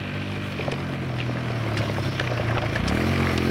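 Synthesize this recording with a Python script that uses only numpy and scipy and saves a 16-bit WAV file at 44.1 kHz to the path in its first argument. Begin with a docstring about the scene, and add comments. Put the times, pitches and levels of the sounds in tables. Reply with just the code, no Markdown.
"""Trail bike down a stony slope

A single-cylinder bike rides down towards the listener: throttle open, shut with pops in the pipe, then open again.
Open exhaust is a stack of multiples of the firing rate; shut exhaust is uneven pulses ringing a pipe filter.
Clatter, gravel and treble are coloured noise that swells with each firing; stone sprays are short noise bursts.
Pops, clanks and chain ticks are damped sines, cracks are single snaps; a low rumble and a side hiss lie beneath."""
import sys
import numpy as np
from scipy import signal
from scipy.fft import rfft, irfft, next_fast_len
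from scipy.io import wavfile
from scipy.ndimage import uniform_filter1d, map_coordinates

SR = 44100
rng = np.random.default_rng(int(sys.argv[2]) if len(sys.argv) > 2 else 0)


def wrap_up_sound(samples):
    """Save the sound to the file named by the first command line argument, as 16-bit audio."""
    columns = np.atleast_2d(samples).T
    # keep every value between -1 and 1, then stretch to whole-number steps
    tamed = np.clip(columns, -1, 1)
    steps = np.round(tamed * 32767).astype(np.int16)
    wavfile.write(sys.argv[1], SR, steps)


N = 154350  # length [samples]

# Hiss that differs between the channels, bass included: (frequency [Hz], level [dB])
HISS_COLOUR = [(12, -54), (20, -21), (48, -14), (91, -36), (158, -26), (285, -64), (4420, -65), (4810, -61),
               (8410, -42), (16000, -34)]
HISS_DB = -11  # over the treble curve
# Low rumble: (frequency [Hz], level [dB])
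RUMBLE_COLOUR = [(12, -77), (20, -25), (32, -53), (59, -23.5), (80, -36.5), (100, -17), (180, -120)]
RUMBLE_DB = -45
# Rolling layers before bumps and beat:
# (time [s], clatter [dB], gravel [dB], treble [dB], top treble [dB])
ROLLING_LEVELS = [(0.0, -37.5, -58, -65, -74), (0.25, -38, -51.5, -62.5, -81),
                  (0.5, -38.5, -55, -61.5, -61), (0.61, -37.5, -48, -60.5, -70),
                  (0.75, -36.5, -50.5, -60, -76), (0.94, -37.5, -55.5, -62, -68),
                  (1.28, -38, -49.5, -61, -74), (1.68, -35.5, -49, -61, -65), (1.85, -34.5, -42, -55, -59),
                  (2.02, -37.5, -44, -57.5, -62), (2.24, -34.5, -43.5, -60.5, -61),
                  (2.48, -33, -48, -59, -68), (2.83, -33.5, -47, -59, -63), (2.95, -34, -47.5, -54, -58),
                  (3.1, -31.5, -41.5, -52.5, -54), (3.21, -30, -42, -51.5, -57),
                  (3.5, -35, -41, -56.5, -55)]
# Top treble: (frequency [Hz], level [dB])
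TOP_TREBLE_COLOUR = [(7060, -18), (12000, 3), (15100, -5), (15700, -3)]
# Treble rush: (frequency [Hz], level [dB])
TREBLE_COLOUR = [(3530, -46), (6000, 0), (6360, -6.5), (7330, -7.5), (10700, -8), (12000, -13),
                 (15600, -43), (22000, -120)]
# Cooling-fin resonances: (frequency [Hz], width before sharpening [Hz], relative level [dB])
FIN_MODES = [(8160, 85, 12), (10770, 130, 5.5), (10700, 72, -11), (11940, 230, 4)]
# Tyres on gravel: (frequency [Hz], level [dB])
GRAVEL_COLOUR = [(1760, -16.5), (3000, 3), (3780, -5), (5010, -3), (5500, -3), (6260, -15.5), (7500, -27),
                 (9750, -42), (16500, -120)]
# Stones sprayed at the frame: (time [s], length scale [s], body level [dB], treble over body [dB])
STONE_SPRAYS = [(0.715, 0.014, -32, -5.5), (1.184, 0.043, -35, -28), (1.769, 0.027, -29, -7.5),
                (2.196, 0.0068, -24.5, -14), (2.618, 0.0089, -29, -16), (2.754, 0.015, -37.5, -1.5),
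                (2.877, 0.019, -27.5, -2), (3.376, 0.01, -25.5, -8.5)]
# Spray body: (frequency [Hz], level [dB])
SPRAY_BODY_COLOUR = [(600, -10), (1500, 0.5), (3000, 2), (5000, -9.5), (7000, -27), (16000, -62)]
# Spray treble: (frequency [Hz], level [dB])
SPRAY_TREBLE_COLOUR = [(3000, -30), (5000, 0), (6500, -14), (10000, -18), (13000, -35), (16000, -47)]
# Metal clanks: (time [s], relative level [dB], frequency [Hz], 60 dB decay [s])
METAL_CLANKS = [(0.0413, -26, 1940, 0.02), (0.5871, -19, 2380, 0.019), (0.609, -18.5, 2240, 0.031),
                (0.7186, -20.5, 2880, 0.019), (0.7212, -24, 2340, 0.02), (1.2021, -11.5, 2730, 0.014),
                (1.2113, -14, 2493, 0.015), (1.2124, -31, 2730, 0.016), (1.2244, -24, 2230, 0.036),
                (1.3693, -21, 1710, 0.031), (1.4835, -23, 2140, 0.012), (1.6745, -21, 2120, 0.026),
                (1.7699, -13, 1850, 0.019), (1.7844, -20, 1660, 0.024), (1.8158, -15, 2220, 0.014),
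                (1.8961, -17, 2210, 0.015), (1.9644, -19.5, 1747, 0.023), (2.0477, -21, 1382, 0.019),
                (2.1979, -7, 1613, 0.02), (2.2383, -22, 1780, 0.023), (2.2752, -6, 2300, 0.007),
                (2.3735, -21, 2640, 0.018), (2.4738, -24, 1310, 0.02), (2.4864, -17, 1740, 0.023),
                (2.5094, -14, 1690, 0.018), (2.5566, -17, 1520, 0.02), (2.5732, -11, 1270, 0.013),
                (2.5805, -12, 2440, 0.013), (2.6625, -18.5, 1950, 0.025), (2.7586, -11, 1734, 0.035),
                (2.921, -20, 1750, 0.02), (2.9711, -17.5, 1560, 0.026), (3.0101, -18, 1840, 0.04),
                (3.1303, -20, 1680, 0.018), (3.1587, -17.5, 1870, 0.022), (3.2086, -17, 1330, 0.019),
                (3.2311, -14, 2300, 0.015), (3.2705, -4, 2030, 0.0096), (3.2939, -16, 2122, 0.03),
                (3.3054, -18, 2220, 0.018), (3.3954, -28, 1950, 0.018), (3.4204, -18, 2330, 0.03)]
# Clatter, far with throttle open: (frequency [Hz], level [dB])
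FAR_CLATTER_COLOUR = [(260, -38), (450, 2), (918, -6.5), (1100, -3.5), (1200, -5.5), (1930, -4), (2180, -9),
                      (2380, -2), (4500, -18.5), (5850, -54), (9900, -120)]
# Clatter, throttle shut: (frequency [Hz], level [dB])
SHUT_CLATTER_COLOUR = [(260, -21), (450, -2), (668, 1.5), (842, -8), (1060, -4), (1590, -6.5), (1910, -6.5),
                       (2210, -7), (4500, -22.5), (5850, -65), (9900, -120)]
# Clatter, near with throttle open: (frequency [Hz], level [dB])
NEAR_CLATTER_COLOUR = [(260, -29), (450, 3), (624, 3), (721, 4.5), (900, -3.5), (1170, 3), (1570, -3.5),
                       (2270, 0), (2830, -11.5), (3060, -13.5), (4500, -15.5), (5850, -48), (9900, -120)]
# Engine-casing resonances: (frequency [Hz], width before sharpening [Hz], relative level [dB])
CASING_MODES = [(1192, 59, -4.5), (1557, 62, 5.5), (2183, 41, 4.5), (1916, 97, -4), (2370, 63, 3.5),
                (2743, 90, -1.5), (3000, 90, -4.5), (3900, 100, -14)]
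# Sharp snaps: (time [s], relative level [dB])
PRESSURE_CRACKS = [(.681, -16), (.7232, -15), (1.983, -16), (2.5727, -8), (2.5812, -9), (2.5847, -10),
                   (2.6085, -18), (2.973, -13)]
# Afterfire: (time [s], relative level [dB], frequency [Hz], 60 dB decay [s])
AFTERFIRE_POPS = [(0.593, -39, 1009, 0.019), (0.593, -19.5, 450, 0.04), (0.674, -36, 590, 0.022),
                  (0.68, -15, 557, 0.029), (0.7228, -25, 473, 0.056), (1.099, -23, 674, 0.024),
                  (1.294, -17, 573, 0.018), (1.356, -24, 522, 0.026), (1.503, -14.5, 480, 0.013),
                  (1.663, -22.5, 545, 0.033), (1.719, -26, 602, 0.045), (1.808, -19, 570, 0.018),
                  (1.836, -18, 646, 0.022), (1.877, -26, 1080, 0.023), (1.8975, -11, 493, 0.013),
                  (1.982, -16.5, 530, 0.025), (2.2, -27, 505, 0.027), (2.21, -16, 570, 0.02),
                  (2.299, -23, 580, 0.026), (2.315, -21.5, 578, 0.068), (2.3972, -14, 710, 0.022),
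                  (2.432, -21.5, 760, 0.019), (2.496, -23, 688, 0.037), (2.509, -30, 626, 0.017),
                  (2.525, -26, 1036, 0.043), (2.565, -18, 840, 0.02), (2.6225, -21, 750, 0.029),
                  (2.63, -20, 690, 0.02), (2.637, -16.5, 673, 0.027), (2.755, -15, 525, 0.013),
                  (2.912, -14, 650, 0.013), (3.039, -20, 440, 0.035), (3.305, -23, 473, 0.028)]
# Uneven flow in the pipe: (frequency [Hz], level [dB])
BURBLE_COLOUR = [(60, -61), (140, -5.5), (200, -3), (350, -2), (450, -13), (700, -57.5)]
# Burble, rougher while shut: (time [s], level before wobble [dB])
BURBLE_LEVELS = [(0, -44), (.5, -44), (.7, -36), (1.1, -38), (1.6, -35), (2.1, -36), (2.33, -41),
                 (2.5, -36), (2.74, -36), (2.82, -40), (3.5, -36)]
# Firing and beat levels before the throttle trim:
# (time [s], firing rate [Hz], open-throttle beat [dB], shut-throttle beat [dB])
ENGINE_COURSE = [(0.0, 48.56, -40, -24), (0.18, 48.83, -35, -21.5), (0.36, 50.07, -32.5, -27),
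                 (0.5, 49.15, -30, -27), (0.67, 44.76, -33.5, -31), (0.79, 46.12, -30, -30),
                 (1.03, 44.79, -27, -34.5), (1.14, 41.02, -32, -34), (1.25, 40.49, -30, -35.5),
                 (1.41, 41.53, -28, -31.5), (1.54, 39.28, -30, -29.5), (1.75, 35.78, -32.5, -22.5),
                 (1.96, 34.83, -30, -27), (2.07, 32.72, -32, -26.5), (2.15, 33.35, -31.5, -30.5),
                 (2.22, 33.12, -32, -32), (2.27, 29.96, -31, -32), (2.33, 29.86, -43, -33.5),
                 (2.4, 27.7, -28, -33), (2.5, 29.01, -35, -26), (2.61, 27.63, -41, -31.5),
                 (2.76, 27.32, -38, -30), (2.8, 27.62, -25, -25), (2.91, 36.51, -28.5, -50),
                 (2.95, 39.85, -26, -37), (3.02, 43.38, -26, -39), (3.1, 45.56, -24.5, -9.5),
                 (3.25, 45, -26, -18), (3.36, 42, -25, -40), (3.47, 44.6, -24.5, -30),
                 (3.5, 45.8, -24, -32)]
# Throttle trim on both beats: (time [s], open trim [dB], shut trim [dB])
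THROTTLE_TRIM = [(0, 7.5, -9), (.5, -1, -2), (.7, -1.5, -0.5), (1.1, -4, 3.5), (1.6, -3, -4.5),
                 (2.1, -2.5, -0.5), (2.33, -4, 3), (2.5, 1, -1), (2.74, 6, 3.5), (2.8, 0.5, -9),
                 (2.86, 4.5, -14), (2.92, 5.5, -26), (3.05, 2, -13.5), (3.5, 1.5, -20)]
# Pipe resonance with the throttle shut: (frequency [Hz], level [dB])
SHUT_PIPE_COLOUR = [(30, -59), (70, -13), (100, -5.5), (120, 8), (140, -4.5), (170, -30), (210, -24),
                    (270, -14.5), (345, -8), (420, -39), (600, -15.5), (900, -59)]
# Open-throttle beat, far: (multiple of firing rate, level before wavering [dB])
FAR_MULTIPLES = [(1, -7), (2, -6), (3, 1.5), (4, -0.5), (5, -2), (6, -2), (7, -3.5), (8, -11.5), (9, -49)]
# Open-throttle beat, near: (multiple of firing rate, level before wavering [dB])
NEAR_MULTIPLES = [(1, -12), (2, 1), (3, -3), (4, -14.5), (5, -2), (6, -7), (7, -6.5), (8, -5.5), (9, -8),
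                  (10, -21), (11, -12.5), (12, -31), (13, -24), (15, -21), (16, -22)]
# What softens clanks, pops and cracks: (frequency [Hz], gain [dB])
KNOCK_COLOUR = [(20, 5.5), (4000, 0), (7000, -20), (16000, -29)]

NEAR_S, NEARING_S = 2.55, 0.24  # middle and time constant of the far-to-near change [s]
SHUT_S, OPEN_S, TWIST_S = 0.63, 2.96, 0.025  # throttle shuts, reopens, time constant of a twist [s]
TICKS_PER_S = 160  # chain ticks
RASP_DB, RASP_S = -5, 0.012  # engine shake: level over the clatter curve, decay constant [s]
CRACK_S = 0.00018  # time constant of a snap [s]
FIRING_S = 2.95  # one firing lands here [s]
JITTER_CYCLES, SCATTER_DB = 0.008, 1.5  # shut-throttle spread of timing and size
RING_LEAD_S = 0.005  # shut throttle: the ring in the pipe builds ahead of the beat [s]
BASS_HZ = 50.5  # the pipe's mouth radiates little below this
FAR_BASS_HZ = 82  # the far beat loses its bass below this
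# The silencer holds back the multiples between its resonance and its notch
SILENCER_HZ, SILENCER_WIDE_HZ, NOTCH_HZ, NOTCH_WIDE_HZ = 115, 40, 165, 30
SUCK_RAD = 1.0  # extra lag of every multiple: a dip comes before each peak
TOP_HZ = 15830  # band limit of the output


def amp(db):
    """dB to gain."""
    return 10 ** (np.asarray(db) / 20)


def unit(x):
    """Scaled to rms 1."""
    return x / np.sqrt(np.mean(x ** 2) + 1e-20)


def curves(rows):
    """One value per sample for each column after the time."""
    s, *cols = np.transpose(rows)
    return [np.interp(np.arange(N) / SR, s, c) for c in cols]


def wobble(rate):
    """A smooth random curve, rate knots a second."""
    knots = rng.standard_normal(int(N * rate / SR) + 4)
    return map_coordinates(knots, [np.arange(N) * rate / SR])


def colour(x, points):
    """Causal minimum-phase filter through the (frequency [Hz], level [dB]) points."""
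    m = 2 * next_fast_len(len(x) // 2 + SR // 4)
    f, db = np.transpose(points)
    bins = np.fft.rfftfreq(m, 1 / SR)
    gain = amp(np.interp(np.log(bins + 1), np.log(f + 1), db))
    # folding the cepstrum makes the response causal
    cepstrum = irfft(np.log(gain + 1e-6), m)
    cepstrum[1:m // 2] *= 2
    cepstrum[m // 2 + 1:] = 0
    return irfft(rfft(x, m) * np.exp(rfft(cepstrum)), m)[:len(x)]


def noise(points):
    """Coloured noise of rms 1."""
    return unit(colour(rng.standard_normal(N), points))


def patchy(points, patchy_db):
    """Coloured noise of rms 1 with random gain patches across time and frequency."""
    z = signal.stft(noise(points), nperseg=512)[2]
    field = uniform_filter1d(rng.standard_normal(z.shape), size=5, axis=0)
    field = uniform_filter1d(field, size=12, axis=1)
    return unit(signal.istft(z * amp(patchy_db * unit(field)), nperseg=512)[1][:N])


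def humming(modes, sharp):
    """Noise of rms 1 through narrow resonances; sharp divides their widths."""
    f = np.fft.rfftfreq(N, 1 / SR)
    gain = sum(amp(db) / (1 + (2 * sharp * (f - hz) / width) ** 2) for hz, width, db in modes)
    return unit(irfft(rfft(rng.standard_normal(N)) * gain, N))


def rings(rows, attack_s, rasp, upper):
    """Damped sines with wandering phase, each with an upper mode 1.3 to 1.8 times as high."""
    s, db, hz, t60 = np.transpose(rows)[:, :, None]
    t = np.arange(SR // 20) / SR
    walk = rng.standard_normal((len(s), len(t))).cumsum(1)
    drift = uniform_filter1d(walk, size=12, axis=1) * rasp * np.sqrt(hz / SR)
    phase = 2 * np.pi * hz * t + drift
    ratio = 1.3 + 0.5 * rng.random(hz.shape)
    wave = np.sin(phase) + upper * np.sin(ratio * phase)
    wave = wave * amp(db - 60 * t / np.maximum(t60, 0.002)) * (1 - np.exp(-t / attack_s))
    at = (s * SR).astype(int) + np.arange(len(t))
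    return np.bincount(at.ravel(), wave.ravel(), N + SR)[:N]


def nearness():
    """From 0, far up the slope, to 1, close by."""
    return 1 / (1 + np.exp((NEAR_S - np.arange(N) / SR) / NEARING_S))


def by_throttle(make):
    """A layer made in the far, shut and near colours, cross-faded at equal power."""
    t = np.arange(N) / SR
    far = 1 / (1 + np.exp((t - SHUT_S) / TWIST_S))
    near = 1 / (1 + np.exp((OPEN_S - t) / TWIST_S))
    shut = np.abs(1 - far - near)
    layer = np.sqrt(far) * make(FAR_CLATTER_COLOUR)
    layer = layer + np.sqrt(shut) * make(SHUT_CLATTER_COLOUR)
    return layer + np.sqrt(near) * make(NEAR_CLATTER_COLOUR)


def firing_cycle():
    """Firing rate [Hz] and the running count of firings, integrated from that rate."""
    hz = curves(ENGINE_COURSE)[0]
    turn = np.cumsum(hz) / SR
    return hz, turn - turn[int(FIRING_S * SR)]


def side_hiss():
    """Faint wavering noise that follows the treble curve."""
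    treble_db = curves(ROLLING_LEVELS)[2]
    return amp(HISS_DB + treble_db + 1.1 * wobble(8.25)) * noise(HISS_COLOUR)


def rumble():
    """Steady low noise."""
    return amp(RUMBLE_DB) * noise(RUMBLE_COLOUR)


def treble_rush(bumps, beat):
    """Bright noise pulsing with the firings, faint fin ringing while far; the top pulses only when near."""
    _, _, treble_db, top_db = curves(ROLLING_LEVELS)
    fins = amp(-32) * (1 - nearness()) ** 3 * humming(FIN_MODES, sharp=3.1)
    treble = amp(treble_db) * (patchy(TREBLE_COLOUR, patchy_db=1.6) + fins)
    top_beat = 1 + nearness() * (beat - 1)
    top = top_beat * amp(top_db) * noise(TOP_TREBLE_COLOUR)
    return amp(1.8 * bumps) * (beat * treble + top)


def gravel(bumps, beat):
    """Tyres on stones: patchy noise, uneven with the bumps and pulsing with the engine."""
    gravel_db = curves(ROLLING_LEVELS)[1]
    return amp(gravel_db + 0.62 * bumps) * beat * patchy(GRAVEL_COLOUR, patchy_db=3.0)


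def stone_sprays():
    """Stones at the frame: short gritty wide-band noise bursts with a fast rise and rounded fall."""
    t, low, high = np.arange(N) / SR, np.zeros(N), np.zeros(N)
    for s, length, db, treble_db in STONE_SPRAYS:
        u = np.clip((t - s) / length, 0, 50)
        shape = (1 - np.exp(-12 * u)) * np.exp(-1.2 * u ** 2)
        low += amp(db) * shape
        high += amp(db + treble_db) * shape
    low, high = uniform_filter1d([low, high], size=40, axis=1)
    grit = amp(2.2 * wobble(300))
    return grit * (low * noise(SPRAY_BODY_COLOUR) + high * noise(SPRAY_TREBLE_COLOUR))


def clanks():
    """Metal knocking over bumps: short, quickly struck damped sines."""
    return amp(-2.5) * rings(METAL_CLANKS, attack_s=0.00071, rasp=0.74, upper=0.22)


def chain_ticks():
    """Randomly timed tiny rings, 700 to 2800 Hz, rms 1 overall."""
    draw = rng.random((int(TICKS_PER_S * N / SR), 4))
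    s = draw[:, 0] * N / SR
    db = -2.5 * np.log(draw[:, 1] + 0.02)
    hz = 700 * 4 ** draw[:, 2]
    t60 = 0.003 + 0.008 * draw[:, 3]
    return unit(rings(np.c_[s, db, hz, t60], attack_s=0.0002, rasp=1.0, upper=0.96))


def engine_rasp(phase):
    """Every firing shakes the engine the same way: one decaying noise burst repeated each cycle."""
    t = np.arange(SR // 20) / SR
    shake = rng.standard_normal(len(t)) * np.exp(-t / RASP_S) * np.minimum(t / 0.003, 1)
    firings = np.diff(phase, prepend=0) < -0.5
    shakes = signal.fftconvolve(firings, shake)[:N]
    return by_throttle(lambda points: unit(colour(shakes, points)))


def clatter(bumps, beat, phase):
    """Mechanical noise and casing ringing that beat with the engine, plus rasp and chain ticks."""
    clatter_db = curves(ROLLING_LEVELS)[0]
    body = amp(-1.5) * by_throttle(lambda points: patchy(points, patchy_db=1.0))
    body = body + amp(-12.5 + 3.05 * wobble(5.96)) * humming(CASING_MODES, sharp=3.8)
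    mixed = beat * body + amp(RASP_DB) * engine_rasp(phase) + amp(-9.5) * chain_ticks()
    return amp(clatter_db + bumps) * mixed


def cracks():
    """Single pressure snaps: a fast rise, then a swing below zero that dies away."""
    out, u = np.zeros(N + SR), np.arange(200) / SR / CRACK_S
    snap = np.e * u * (1 - u / 3) * np.exp(-u)
    for s, db in PRESSURE_CRACKS:
        out[round(s * SR):][:len(u)] += amp(db) * snap
    return out[:N]


def afterfire_pops():
    """Pops in the pipe: damped sines with a soft attack."""
    return amp(3.0) * rings(AFTERFIRE_POPS, attack_s=0.0013, rasp=0.9, upper=0.24)


def burble():
    """Uneven flow in the pipe: low wavering noise."""
    return amp(curves(BURBLE_LEVELS)[0] + 1.5 * wobble(30)) * noise(BURBLE_COLOUR)


def shut_beat(hz, turn):
    """Throttle shut: firings uneven in time and size ring the pipe."""
    level_db, trim_db = curves(ENGINE_COURSE)[2], curves(THROTTLE_TRIM)[1]
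    at = np.flatnonzero(np.diff(np.floor(turn)) > 0)
    timing, size = rng.standard_normal((2, len(at)))
    shift = (timing * JITTER_CYCLES * SR / hz[at] - RING_LEAD_S * SR).astype(int)
    pulses = np.zeros(N)
    pulses[np.clip(at + shift, 0, N - 1)] = amp(SCATTER_DB * size) / hz[at]
    return amp(level_db + trim_db) * unit(colour(pulses, SHUT_PIPE_COLOUR))


def silencer_phase(f):
    """Phase [rad] of the silencer's resonance and notch at f [Hz], less the common lag."""
    notch = NOTCH_HZ ** 2 - f * f + 1j * f * NOTCH_WIDE_HZ
    resonance = SILENCER_HZ ** 2 - f * f + 1j * f * SILENCER_WIDE_HZ
    return np.angle(notch / resonance) - SUCK_RAD


def stack(multiples, hz, turn):
    """Multiples of the firing rate lined up into one beat, phased by the silencer, each wavering."""
    total = np.zeros(N)
    for k, db in multiples:
        phase = 2 * np.pi * k * turn + silencer_phase(k * hz) + 0.2 * wobble(12)
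        total += amp(db + 1.7 * wobble(14)) * np.cos(phase)
    return unit(total)


def open_beat(hz, turn):
    """Throttle open: a clean stack of multiples, moving from the far to the near balance."""
    level_db, trim_db = curves(ENGINE_COURSE)[1], curves(THROTTLE_TRIM)[0]
    far_cut = signal.butter(2, FAR_BASS_HZ, "high", fs=SR, output="sos")
    mouth = signal.butter(2, BASS_HZ, "high", fs=SR, output="sos")
    near = stack(NEAR_MULTIPLES, hz, turn)
    far = signal.sosfiltfilt(far_cut, stack(FAR_MULTIPLES, hz, turn))
    beat = (1 - nearness()) * far + nearness() * near
    return signal.sosfilt(mouth, amp(level_db + trim_db) * beat)


def scene():
    """The bike reaches both channels alike; the faint hiss is opposite in the two."""
    hz, turn = firing_cycle()
    phase = turn % 1
    bumps = 0.48 * wobble(14) + 0.81 * wobble(40.34)  # unevenness shared by the rolling layers
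    beat = 1 + 0.55 * uniform_filter1d(np.exp(-5 * phase), size=60)  # swell at each firing
    rolling = treble_rush(bumps, beat) + gravel(bumps, beat) + clatter(bumps, beat, phase)
    knocks = colour(clanks() + cracks() + afterfire_pops(), KNOCK_COLOUR)
    exhaust = burble() + shut_beat(hz, turn) + open_beat(hz, turn)
    mid = rumble() + rolling + stone_sprays() + knocks + exhaust
    side = side_hiss()
    return np.array([mid + side, mid - side])


def record(dry):
    """Cuts everything above the band limit."""
    m = next_fast_len(N + SR // 2)
    keep = np.fft.rfftfreq(m, 1 / SR) < TOP_HZ
    return irfft(rfft(dry, m) * keep, m)[:, :N]


dry = scene()
out = record(dry)
wrap_up_sound(out)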